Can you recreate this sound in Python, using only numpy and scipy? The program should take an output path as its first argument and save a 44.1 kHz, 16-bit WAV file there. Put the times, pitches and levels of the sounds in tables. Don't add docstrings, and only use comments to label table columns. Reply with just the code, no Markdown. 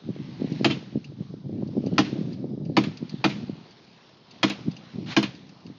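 import sys
import numpy as np
from scipy import signal
from scipy.fft import rfft, irfft
from scipy.io import wavfile
from scipy.ndimage import uniform_filter1d

SR = 44100
rng = np.random.default_rng(int(sys.argv[2]) if len(sys.argv) > 2 else 0)


def pcm_store(signal):
    levels = np.round(np.clip(np.atleast_2d(signal), -1, 1) * 32767)
    wavfile.write(sys.argv[1], SR, levels.astype(np.int16).T)


N = 254898

# (frequency [Hz], relative density [dB])
AIR_SPECTRUM = [(25, -0.5), (60, -8.5), (130, -7), (270, -0.5), (350, 3.5), (480, -1.5), (600, -2.5),
                (950, -4), (1400, -10.5), (2600, -14), (4000, -8.5), (5200, -13), (6400, -23), (7200, -44),
                (9000, -65)]
RUSTLE_SPECTRUM = [(200, -35), (700, 2.5), (1400, -3), (2600, 0.5), (4200, 0), (5500, -8), (7000, -19.5),
                   (9000, -35)]
WIND_SPECTRUM = [(30, -32), (60, -37.5), (100, -8), (135, 3.5), (210, 4), (300, 1.5), (420, -13.5),
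                 (600, -21), (900, -40.5), (1500, -91)]
RASP_SPECTRUM = [(300, -11), (900, -2.5), (1500, -3), (2700, -1.5), (4200, -3), (5500, -11.5),
                 (7000, -19.5), (9000, -35)]
SOFT_CONTACT_SPECTRUM = [(800, -21), (2500, 6.5), (6500, -3), (8500, -22)]
CLICK_SPECTRUM = [(300, -6.5), (1200, -2.5), (4000, -23), (7000, -5), (12000, 1.5)]
CHATTER_SPECTRUM = [(150, -6), (500, -3.5), (1100, -3.5), (1800, -3), (2500, 3.5), (3200, 0.5), (4300, -3),
                    (5500, -16), (7000, -18), (9000, -33.5)]
CRACK_SPECTRUM = [(100, -30.5), (300, -22), (520, 6), (800, 3), (1150, 7), (1600, 0), (2000, 1.5),
                  (2500, 1.5), (3400, -1.5), (4800, -6), (5600, -11.5), (6600, -17), (7500, -19),
                  (9000, -33)]
YARD_TAIL_SPECTRUM = [(150, -2), (500, 7), (1200, -2), (2600, 1.5), (4200, -1), (5500, -6), (7000, -17.5),
                      (9000, -29.5)]

# (time [s], relative level [dB])
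BACKGROUND_SWELL = [(0.0, -58), (0.61, -50), (1.17, -64.5), (1.22, -59.5), (1.44, -66), (2.05, -53),
                    (2.34, -56.5), (2.55, -69.1), (3.12, -55), (4.05, -57.5), (4.23, -62.5), (4.33, -56),
                    (4.5, -53.5), (5.77, -60)]
# (time [s], level [dB])
WIND_STRENGTH = [(0.0, -61), (0.09, -36.5), (0.46, -39), (0.62, -31), (0.76, -35), (0.81, -40.5),
                 (1.42, -41.5), (1.49, -33), (2.81, -32.5), (3.12, -50), (3.4, -31.5), (3.72, -57.5),
                 (4.23, -60.5), (4.66, -39), (4.91, -54.8), (4.96, -34), (5.1, -37), (5.15, -43.5),
                 (5.22, -40), (5.62, -57), (5.67, -39.5), (5.77, -50)]
# (centre time [s], peak [dB], nominal pitch [Hz])
STRONG_EDDIES = [(0.091, -18.5, 250), (0.103, -20.5, 195), (0.42, -16, 285), (0.445, -18, 287),
                 (0.52, -20, 230), (0.612, -15.5, 290), (0.773, -22.5, 233), (0.958, -15, 264),
                 (0.974, -19, 215), (1.207, -19.5, 196), (1.341, -31.5, 333), (1.626, -26, 450),
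                 (1.632, -18.5, 242), (1.771, -16, 332), (1.78, -13, 265), (1.841, -18.5, 304),
                 (1.871, -16, 323), (1.928, -24, 392), (1.932, -13.5, 199), (2.13, -16, 235),
                 (2.19, -18.5, 200), (2.213, -16.5, 220), (2.444, -21.5, 346), (2.699, -18, 292),
                 (2.872, -19.5, 218), (3.028, -19, 232), (3.142, -19.5, 201), (3.497, -19.5, 265),
                 (4.683, -15, 186), (4.958, -27.5, 206), (4.985, -24, 220)]
# (loudest time [s], level [dB], swell [s])
RASPS = [(4.484, -36, .03), (5.125, -35, .068)]
# (frequency [Hz], width [Hz], relative level [dB])
LOOSE_RESONANCES = [(2836, 220, -3), (4660, 460, 4.5), (4810, 140, -8), (5870, 260, -4)]
# (time [s], peak [dB])
TICKS = [(0.5212, -40.5), (1.043, -38.5), (1.674, -47.5), (1.863, -36.5), (2.3293, -42.5), (2.6513, -48),
         (2.9717, -37), (3.094, -33.5), (3.708, -44), (4.3095, -41.5), (4.712, -42), (4.7654, -38),
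         (5.3493, -41), (5.4918, -45.5), (5.665, -40.5)]
# (base frequency [Hz], relative level [dB], t60 before envelope [s])
STEEL_MODES = [(1630, -9.5, 0.032), (1720, -1.5, 0.057), (2390, -1, 0.075), (2528, 11, 0.029),
               (2850, -12, 0.061), (3055, 1.5, 0.047), (3350, -27, 0.038), (4220, -11.5, 0.13),
               (4130, -25, 0.041), (4950, 8, 0.029)]
WOOD_MODES = [(131.3, -19.5, 0.29), (198.8, -11, 0.26), (259, -8.5, 0.13), (310.8, -1, 0.099),
              (368, -17.5, 0.15), (452.6, -20, 0.17), (649, -12.5, 0.069), (1360, -16, 0.018)]
# (time [s], level [dB], rise [s], click level [dB], low ring [Hz], high ring [Hz])
CLACKS = [(0.698, -24, 0.014, -51, 2710, 3120), (2.046, -37.5, .01, -54, 2470, 2730),
          (2.837, -35, 0.0023, -31, 1237, 2350), (3.293, -31, 0.015, -36, 1930, 2350),
          (4.4985, -29, 0.0019, -24, 2710, 3940), (5.228, -27, 0.0013, -23.5, 1730, 2485)]
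# (time [s], level [dB], crack tilt [dB/oct],
# thump level [dB], wood pitch [ratio], low knock [Hz], high knock [Hz], knock level [dB])
SHOTS = [(0.6446, -15.5, 0.5, -7, 1.07, 1117, 1893, -22), (1.9805, -15, 0, -5.5, 0.99, 817, 1077, -14),
         (2.7671, -16.5, 0.5, -5, 1.024, 794, 1250, -15), (3.2410, -16, -0.7, -7, 1.017, 1298, 1804, -19.5),
         (4.4298, -15.5, 0.5, -7.5, 1.0, 979, 1270, -22), (5.165, -15.5, 1, -5, 1.04, 1088, 1602, -18)]


def amp(db):
    return 10 ** (np.asarray(db) / 20)


def unit_rms(x):
    return x / np.sqrt(np.mean(x ** 2) + 1e-20)


def curve(rows):
    return np.interp(np.arange(N) / SR, *np.transpose(rows))


def add(mix, start_s, sound):
    part = mix[max(round(start_s * SR), 0):][:len(sound)]
    part += sound[:len(part)]


def noise(spectrum, size, tilt_db_oct=0):
    octave = np.log2(np.fft.rfftfreq(size, 1 / SR) + 1)
    hz, db = np.transpose(spectrum)
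    gain = amp(np.interp(octave, np.log2(hz), db) + tilt_db_oct * octave)
    return unit_rms(irfft(gain * np.exp(2j * np.pi * rng.random(len(gain))), size))


def wander(rate_hz):
    hz = np.fft.rfftfreq(N, 1 / SR)
    return unit_rms(irfft(rfft(rng.standard_normal(N)) * np.exp(-(hz / rate_hz) ** 2), N))


def patchy(x, depth_db):
    frames = signal.stft(x, nperseg=512)[2]
    field = uniform_filter1d(rng.standard_normal(frames.shape), size=7, axis=0)
    field = uniform_filter1d(field, size=24, axis=1)
    return unit_rms(signal.istft(frames * amp(depth_db * unit_rms(field)))[1][:N])


def ragged(x, peak_db, spacing_hz=110):
    hz = np.fft.rfftfreq(len(x), 1 / SR)
    knots_hz = np.arange(0, SR, spacing_hz)
    ripple_db = peak_db * np.interp(hz, knots_hz, rng.uniform(-2.8, 1, len(knots_hz)))
    return unit_rms(irfft(rfft(x) * amp(ripple_db), len(x)))


def ring(modes, t, pitch=1):
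    return sum(amp(db - 60 * t / t60_s) * np.sin(2 * np.pi * (hz * pitch * t + rng.random()))
               for hz, db, t60_s in modes)


def envelope(t, rise_s, hold_s, t60_s):
    return np.clip(t / rise_s, 0, 1) * amp(-60 * np.maximum(t - hold_s, 0) / t60_s)


def yard_air(swell_db):
    level_db = -57.5 + 0.5 * swell_db + 0.5 * wander(rate_hz=4)
    return amp(level_db) * patchy(noise(AIR_SPECTRUM, N), depth_db=2)


def sheet_rustle(swell_db):
    t = np.arange(N) / SR
    shiver = sum(amp(db - 36) * envelope(t - time_s, rise_s=0.01, hold_s=0.024, t60_s=0.36)
                 for time_s, db, *_ in SHOTS)
    stir = np.hypot(amp(-62.5 + 1.44 * swell_db), shiver)
    flicker = amp(2.1 * wander(rate_hz=160))
    return stir * flicker * patchy(noise(RUSTLE_SPECTRUM, N), depth_db=2)


def wind_rumble(puff_db=-17.5, puff_half_width_s=0.02):
    t = np.arange(N) / SR
    puff_power = sum(amp(db + puff_db) ** 2 * np.exp(-((t - time_s) / puff_half_width_s) ** 2)
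                     for time_s, db, _ in STRONG_EDDIES)
    power = amp(curve(WIND_STRENGTH)) ** 2 + puff_power
    level_db = 10 * np.log10(power) - 1 + 2.45 * wander(rate_hz=52)
    bright_share = np.clip((level_db + 39.5) / 16, 0, 1)
    dull = np.sqrt(1 - bright_share) * noise(WIND_SPECTRUM, N, tilt_db_oct=-6.5)
    bright = np.sqrt(bright_share) * noise(WIND_SPECTRUM, N, tilt_db_oct=4)
    return amp(level_db) * (dull + bright)


def small_eddies(rate_per_s=14, centre_hz=267, spread_oct=0.25):
    gap, size, pitch = rng.standard_normal((3, 2000))
    elapsed = np.cumsum(abs(gap))
    time_s = elapsed / elapsed[-1] * len(gap) / rate_per_s
    peak_db = np.interp(time_s, *np.transpose(WIND_STRENGTH)) + 7 + 0.45 * size
    hz = centre_hz * 2 ** (spread_oct * np.clip(pitch, -2, 2))
    return np.transpose([time_s, peak_db, hz])[time_s < N / SR]


def eddy_buffets():
    out, t = np.zeros(N), np.arange(-SR // 30, SR // 30) / SR
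    lead_s = len(t) / (2 * SR) + 0.001
    for time_s, peak_db, hz in [*STRONG_EDDIES, *small_eddies()]:
        push = rng.choice([-1, 1]) / (1 + (hz * t / 0.32) ** 2)
        swing = signal.sosfilt(signal.butter(5, 0.8 * hz, "highpass", fs=SR, output="sos"), push)
        add(out, time_s - lead_s, amp(peak_db) * swing / abs(swing).max())
    return out


def rasps(growth_db=15):
    out, t = np.zeros(N), np.arange(SR // 3) / SR
    for time_s, db, swell_s in RASPS:
        growth = amp(growth_db * np.minimum(t / swell_s - 1, 0))
        rasp = noise(RASP_SPECTRUM, len(t)) * envelope(t, rise_s=0.006, hold_s=swell_s, t60_s=0.14)
        add(out, time_s - swell_s, amp(db) * growth * rasp)
    return out


def tool_ticks(scatter_db=3):
    out, t = np.zeros(N), np.arange(SR // 6) / SR
    hz = np.fft.rfftfreq(len(t), 1 / SR)
    for time_s, peak_db in TICKS:
        body = sum(amp(db + scatter_db * rng.standard_normal()) / (1 + 2j * (hz - centre_hz) / width_hz)
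                   for centre_hz, width_hz, db in LOOSE_RESONANCES)
        rattle = irfft(body * rfft(noise(SOFT_CONTACT_SPECTRUM, len(t))), len(t))
        rattle *= envelope(t, rise_s=0.0011, hold_s=0.0016, t60_s=0.06)
        add(out, time_s, amp(peak_db) * rattle / abs(rattle).max())
    return out


def spring_clacks():
    out, t = np.zeros(N), np.arange(SR // 3) / SR
    for time_s, db, rise_s, click_db, low_hz, high_hz in CLACKS:
        chatter = ragged(noise(CHATTER_SPECTRUM, len(t)), peak_db=2)
        chatter *= envelope(t, rise_s, hold_s=0.0028, t60_s=0.13)
        steel = ring(STEEL_MODES, t) * envelope(t, rise_s, hold_s=0.02, t60_s=1.5)
        parts = ring([(low_hz, -1, 0.13), (high_hz, 0, 0.14)], t)
        parts *= envelope(t, rise_s=0.011, hold_s=0.03, t60_s=1.5)
        bump = ring(WOOD_MODES, t) * envelope(t, rise_s=0.014, hold_s=0.03, t60_s=0.58)
        click = noise(CLICK_SPECTRUM, len(t)) * envelope(t, rise_s=0.0003, hold_s=0.00074, t60_s=0.021)
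        clack = chatter + amp(-10.5) * steel + amp(-6.5) * parts + amp(9) * bump
        add(out, time_s, amp(db) * clack + amp(click_db) * click)
    return out


def staple_shots(wood_lag_s=0.00515):
    out, t = np.zeros(N), np.arange(SR // 2) / SR
    for time_s, db, tilt_db_oct, thump_db, wood_pitch, low_hz, high_hz, knock_db in SHOTS:
        crack = ragged(noise(CRACK_SPECTRUM, len(t), tilt_db_oct), peak_db=4.5)
        crack *= envelope(t, rise_s=0.0011, hold_s=0.0066, t60_s=0.092)
        steel = ring(STEEL_MODES, t) * envelope(t, rise_s=0.00092, hold_s=0.01, t60_s=1.5)
        yard = noise(YARD_TAIL_SPECTRUM, len(t)) * envelope(t, rise_s=0.017, hold_s=0.02, t60_s=0.57)
        snap = noise(CLICK_SPECTRUM, len(t)) * envelope(t, rise_s=0.00036, hold_s=0.002, t60_s=0.036)
        shot = amp(-2.18) * crack + amp(-17.5) * (snap + steel) + amp(-21.5) * yard
        knock = ring([(low_hz, 0, 0.075), (high_hz, -2, 0.065)], t)
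        knock *= envelope(t, rise_s=0.0083, hold_s=0.034, t60_s=0.46)
        thump = ring(WOOD_MODES, t, wood_pitch) * envelope(t, rise_s=0.0096, hold_s=0.031, t60_s=1.0)
        add(out, time_s, amp(db) * shot + amp(knock_db) * knock)
        add(out, time_s + wood_lag_s, amp(thump_db) * thump)
    return out


def scene():
    stapling = staple_shots() + spring_clacks() + tool_ticks() + rasps()
    wind = wind_rumble() + eddy_buffets()
    swell_db = curve(BACKGROUND_SWELL)
    swell_db -= swell_db.mean()
    return (stapling + wind + yard_air(swell_db) + sheet_rustle(swell_db))[None]


def record(dry):
    low_cut_hz, edge_hz, leak_hz = 70, 7000, 11900
    ceiling_db, leak_db = -4.5, -23
    thin = signal.sosfilt(signal.butter(2, low_cut_hz, "highpass", fs=SR, output="sos"), dry)
    rounded = thin / (1 + (thin / amp(ceiling_db)) ** 4) ** (1 / 4)
    band, leak = (signal.firwin(221, hz, window=("kaiser", 7), fs=SR) for hz in (edge_hz, leak_hz))
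    return signal.oaconvolve(rounded, (band + amp(leak_db) * leak)[None], "same")


dry = scene()
out = record(dry)
pcm_store(out)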